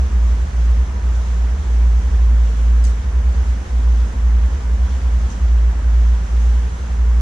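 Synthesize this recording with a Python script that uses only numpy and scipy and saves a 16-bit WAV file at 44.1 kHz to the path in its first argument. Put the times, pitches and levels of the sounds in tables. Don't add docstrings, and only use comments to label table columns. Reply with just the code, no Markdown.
import sys
import numpy as np
from scipy import signal
from scipy.fft import rfft, irfft, next_fast_len
from scipy.io import wavfile
from scipy.ndimage import uniform_filter1d, map_coordinates

SR = 44100
rng = np.random.default_rng(int(sys.argv[2]) if len(sys.argv) > 2 else 0)


def wrap_up_sound(samples):
    columns = np.atleast_2d(samples).T
    tamed = np.clip(columns, -1, 1)
    steps = np.round(tamed * 32767).astype(np.int16)
    wavfile.write(sys.argv[1], SR, steps)


N = 317961

# speed in Hz, level in dB, time in seconds of a beat crest against the first pump.
PUMP_HZ_DB_S = [(59.164, -17, 0), (57.272, -18.2, .189), (57.046, -22.8, .446), (56.716, -19.1, .269)]
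# time in seconds, pitch in Hz, level in dB.
BOOM_S_HZ_DB = [(0.061, 65.8, -16.0), (0.29, 71.49, -33.3), (0.426, 64.83, -19.1), (0.482, 75.32, -22.5),
                (0.537, 60.49, -22.1), (0.631, 67.6, -33.2), (0.707, 68.23, -18.6), (1.177, 66.66, -27.7),
                (1.369, 68.09, -51.8), (1.603, 68.32, -16.3), (1.714, 63.1, -33.2), (2.057, 68.27, -18.3),
                (2.407, 68.44, -22.8), (2.53, 73.48, -37.1), (2.774, 62.87, -32.9), (3.087, 67.85, -20.9),
                (3.459, 67.7, -18.3), (3.741, 68.94, -46.6), (3.813, 62.88, -19.7), (4.101, 69.15, -30.3),
                (4.532, 67.95, -17.8), (4.644, 73.96, -32.2), (4.775, 67.81, -20.0), (5.291, 69.3, -23.6),
                (5.348, 56.88, -23.1), (5.406, 70.35, -17.8), (5.64, 63.73, -24.0), (5.779, 67.32, -23.1),
                (6.341, 63.74, -28.0), (6.626, 71.72, -27.4), (7.08, 70.02, -28.2)]
# pitch in Hz, mean level in dB, random drift in Hz.
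WHINE_HZ_DB_HZ = [(28, -43.5, 2), (84.4, -39.5, 3.5), (119.5, -45.5, 1.8), (171.1, -50, 5),
                  (184, -53.5, 3.93), (245, -56, 3), (274, -57, 3), (367, -57, 2), (478, -63, 1),
                  (904, -66.5, 4.1), (974, -58, 3.5)]
# frequency in Hz, relative density in dB per Hz.
CHURN_HZ_DB = [(20, -14), (36, -6), (47, 3.5), (60, 13.5), (85, 6), (103, -4), (138, -9), (165, -1),
               (205, -1), (240, -5), (300, -12), (450, -16.5), (800, -22.5), (2000, -71)]
# frequency in Hz, relative density in dB per Hz.
SPLASH_HZ_DB = [(180, -32.5), (300, -6), (460, -0.5), (540, -3.5), (670, -4), (1100, -4), (1400, -6),
                (1750, -7), (2200, -12), (2450, -15.5), (3000, -20.5), (4000, -47.5)]
# frequency in Hz, relative density in dB per Hz.
FIZZ_HZ_DB = [(1500, -21.5), (2300, -1), (3300, 1.5), (4100, -2.5), (4800, -3.5), (5500, -0.5), (6200, 0.8),
              (7500, -3), (8200, -8), (10200, -13.5), (11500, -22), (15000, -32.5)]
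# frequency in Hz, relative density in dB per Hz.
TICK_HZ_DB = [(1000, -13), (3500, -9), (4800, -4), (6400, -1), (8000, 0.5), (10800, -8), (12500, -19),
              (15000, -27.5)]
# frequency in Hz, correlation from -1 to 1.
ALIKE_HZ_CORR = [(110, 0.99), (200, 0.88), (370, 0.78), (690, 0.21), (1260, 0.0049), (2320, 0.1),
                 (4270, 0.43), (7860, -0.33), (14400, 0.18)]
# start in seconds, level in dB, left minus right in dB, dull above in Hz,
# t60 of the snap in seconds, boost of the ring band in dB.
TICK_ROWS = [(1.1552, -29, -2, 10100, .01, 4), (1.165, -43.5, -4, 8500, .09, 6),
             (2.8386, -30, -8, 14900, 0.065, 0), (2.8485, -30, 0, 14000, 0.044, 1),
             (2.868, -35, -5, 11000, 0.09, 1), (2.894, -35.5, -1.5, 10500, 0.098, 2),
             (5.1328, -33, 2, 7500, .012, 3), (5.3015, -34, 6.5, 7500, 0.049, 12),
             (5.313, -37, -1, 7500, .13, 11)]
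# start in seconds, start pitch in Hz, level in dB, left minus right in dB, t60 in seconds.
SQUEAK_ROWS = [(2.838, 5130, -40, -2, 0.17), (2.8395, 7950, -38, -9, .03), (2.848, 6680, -34.5, -4, 0.13)]

BOOM_CREST_S = .0096
HUM_LAG_S = 0.00036
CHURN_DB, SPLASH_DB, FIZZ_DB = -31, -39, -46.5
RING_HZ, RING_WIDTH_HZ = 6060, 560
SQUEAK_FALL_PER_S, SQUEAK_RISE_S = 5, 0.0022
LIMIT_DB, TOP_HZ = -6.8, 15050


def amp(db):
    return 10 ** (np.asarray(db) / 20)


def unit(x):
    return x / np.sqrt(np.mean(x ** 2) + 1e-20)


def pan(db):
    return amp([[db / 2], [-db / 2]])


def along(points, hz):
    f, v = np.transpose(points)
    return np.interp(np.log(hz + 1), np.log(f + 1), v)


def curve(rows):
    return np.interp(np.arange(N) / SR, *np.transpose(rows))


def wobble(rate_hz):
    knots = rng.standard_normal(int(N * rate_hz / SR) + 4)
    return map_coordinates(knots, [np.arange(N) * rate_hz / SR])


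def turning(hz):
    cycles = np.cumsum(hz * np.ones(N)) / SR
    return 2 * np.pi * (cycles + rng.random())


def filtered(x, response):
    m = next_fast_len(N + SR // 2)
    spectrum = rfft(x, m) * response(np.fft.rfftfreq(m, 1 / SR))
    return irfft(spectrum, m)[..., :N]


def diffuse(pair, spectrum):
    def response(hz):
        turn = np.arccos(np.clip(along(ALIKE_HZ_CORR, hz), -1, 1)) / 2
        return amp(along(spectrum, hz)) * [np.cos(turn), np.sin(turn)]
    mid, side = filtered(pair, response)
    return unit(np.array([mid + side, mid - side]))


def rush(patchy_db):
    z = signal.stft(rng.standard_normal((2, N)), nperseg=512)[2]
    field = uniform_filter1d(rng.standard_normal(z.shape[1:]), size=5, axis=0)
    field = uniform_filter1d(field, size=10, axis=1)
    noise = signal.istft(z * amp(patchy_db * unit(field)), nperseg=512)[1]
    return unit(noise[:, :N])


def bubbles(count, low_hz, high_hz, cycles, spread_db, rise, max_samples=900):
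    when, pitch, strength, side = rng.random((count, 4)).T
    hz = (low_hz + (high_hz - low_hz) * pitch)[:, None]
    k = np.arange(int(np.clip(3 * cycles * SR / low_hz, 16, max_samples)))
    age = hz * k / SR / cycles
    gain = amp(-spread_db * np.log(1 - .99 * strength))[:, None] * np.sqrt(hz)
    envelope = np.exp(-age) * (1 - np.exp(-8 * age))
    notes = gain * envelope * np.sin(2 * np.pi * cycles * age * (1 + rise * age))
    start = (when * N).astype(int) + N * (side > .5)
    swarm = np.bincount((start[:, None] + k).ravel(), notes.ravel(), 2 * N)
    return unit(swarm[:2 * N].reshape(2, N))


def pumps():
    t = np.arange(N) / SR
    lead_hz = PUMP_HZ_DB_S[0][0]
    total = 0
    for hz, db, crest_s in PUMP_HZ_DB_S:
        total = total + amp(db) * np.exp(2j * np.pi * (hz - lead_hz) * (t - crest_s))
    return np.sqrt(2) * total


def tank():
    s, hz, db = np.transpose(BOOM_S_HZ_DB)
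    lead_hz = PUMP_HZ_DB_S[0][0]
    beats = np.cumsum(curve(np.c_[s, hz]) - lead_hz) / SR
    beats -= beats[round(BOOM_CREST_S * SR)]
    return np.sqrt(2) * amp(curve(np.c_[s, db])) * np.exp(2j * np.pi * beats)


def aeration():
    churn = amp(CHURN_DB + 0.54 * wobble(16)) * diffuse(rng.standard_normal((2, N)), CHURN_HZ_DB)
    plops = bubbles(count=3500, low_hz=698, high_hz=3030, cycles=7.8, spread_db=1.0, rise=0.017)
    splash = diffuse(rush(patchy_db=0.12) + amp(-15) * plops, SPLASH_HZ_DB)
    splash = amp(SPLASH_DB + 0.1 * wobble(6.8)) * splash
    pops = bubbles(count=9000, low_hz=2540, high_hz=12700, cycles=6.0, spread_db=2.0, rise=.01)
    fizz = diffuse(rush(patchy_db=1.0) + amp(-12.5) * pops, FIZZ_HZ_DB)
    fizz = amp(FIZZ_DB + 0.7 * wobble(5.9)) * fizz
    return churn * pan(-.5) + splash * pan(-2.05) + fizz * pan(-0.87)


def ticks(rise_s=0.00098, room_t60_s=0.33, room_db=-1, room_top_hz=9500, grain_db=2, wash_grain_db=2):
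    out = np.zeros((2, N))
    t = np.arange(SR // 2) / SR
    for s, db, side_db, top_hz, snap_t60_s, ring_db in TICK_ROWS:
        snap, wash = amp(db) * rng.standard_normal((2, 2, len(t))) * (1 - np.exp(-t / rise_s))
        snap_decay_db = grain_db * wobble(550)[:len(t)] - 60 * t / snap_t60_s
        snap = snap * pan(side_db) * amp(snap_decay_db)
        wash_decay_db = wash_grain_db * wobble(150)[:len(t)] + room_db - 60 * t / room_t60_s
        wash = wash * np.sqrt(snap_t60_s / room_t60_s) * amp(wash_decay_db)

        def colour(hz):
            ring = ring_db / (1 + ((hz - RING_HZ) / RING_WIDTH_HZ) ** 2)
            return amp(along(TICK_HZ_DB, hz) + ring) / (1 + (hz / top_hz) ** 4)
        tick = filtered(snap, colour)
        tick = tick + filtered(wash, lambda hz: colour(hz) / (1 + (hz / room_top_hz) ** 8))
        start = round(s * SR)
        out[:, start:] += tick[:, :N - start]
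    return out


def squeaks(rough=.025):
    out = np.zeros((2, N))
    t = np.arange(SR // 4) / SR
    for s, hz, db, side_db, t60_s in SQUEAK_ROWS:
        jitter = np.array([wobble(900), wobble(900)])[:, :len(t)]
        pitch_hz = hz * np.exp(-SQUEAK_FALL_PER_S * t) * (1 + rough * jitter)
        level = amp(db - 60 * t / t60_s) * (1 - np.exp(-t / SQUEAK_RISE_S)) * pan(side_db)
        whistle = level * np.sin(2 * np.pi * np.cumsum(pitch_hz, axis=1) / SR)
        out[:, round(s * SR):][:, :len(t)] += whistle
    return out


def motors():
    total = 0
    for hz, db, drift_hz in WHINE_HZ_DB_HZ:
        total = total + amp(db + 2.76 * wobble(6)) * np.sin(turning(hz + drift_hz * wobble(12)))
    return np.sqrt(2) * total


def scene():
    hum = np.imag((pumps() + tank()) * np.exp(1j * turning(PUMP_HZ_DB_S[0][0])))
    lag_sign = np.array([[-1], [1]])
    rumble = filtered(hum, lambda hz: np.exp(1j * np.pi * hz * HUM_LAG_S * lag_sign))
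    return rumble * pan(-.8) + aeration() + ticks() + squeaks() + motors() * pan(-1)


def record(dry):
    bass = filtered(dry, lambda hz: 1 / (1 + (hz / 95) ** 12))
    swing = np.abs(signal.hilbert(bass.mean(0))) / amp(LIMIT_DB)
    gain = (1 + swing ** 6) ** (-1 / 6)
    return filtered(dry + (gain - 1) * bass, lambda hz: hz < TOP_HZ)


dry = scene()
out = record(dry)
wrap_up_sound(out)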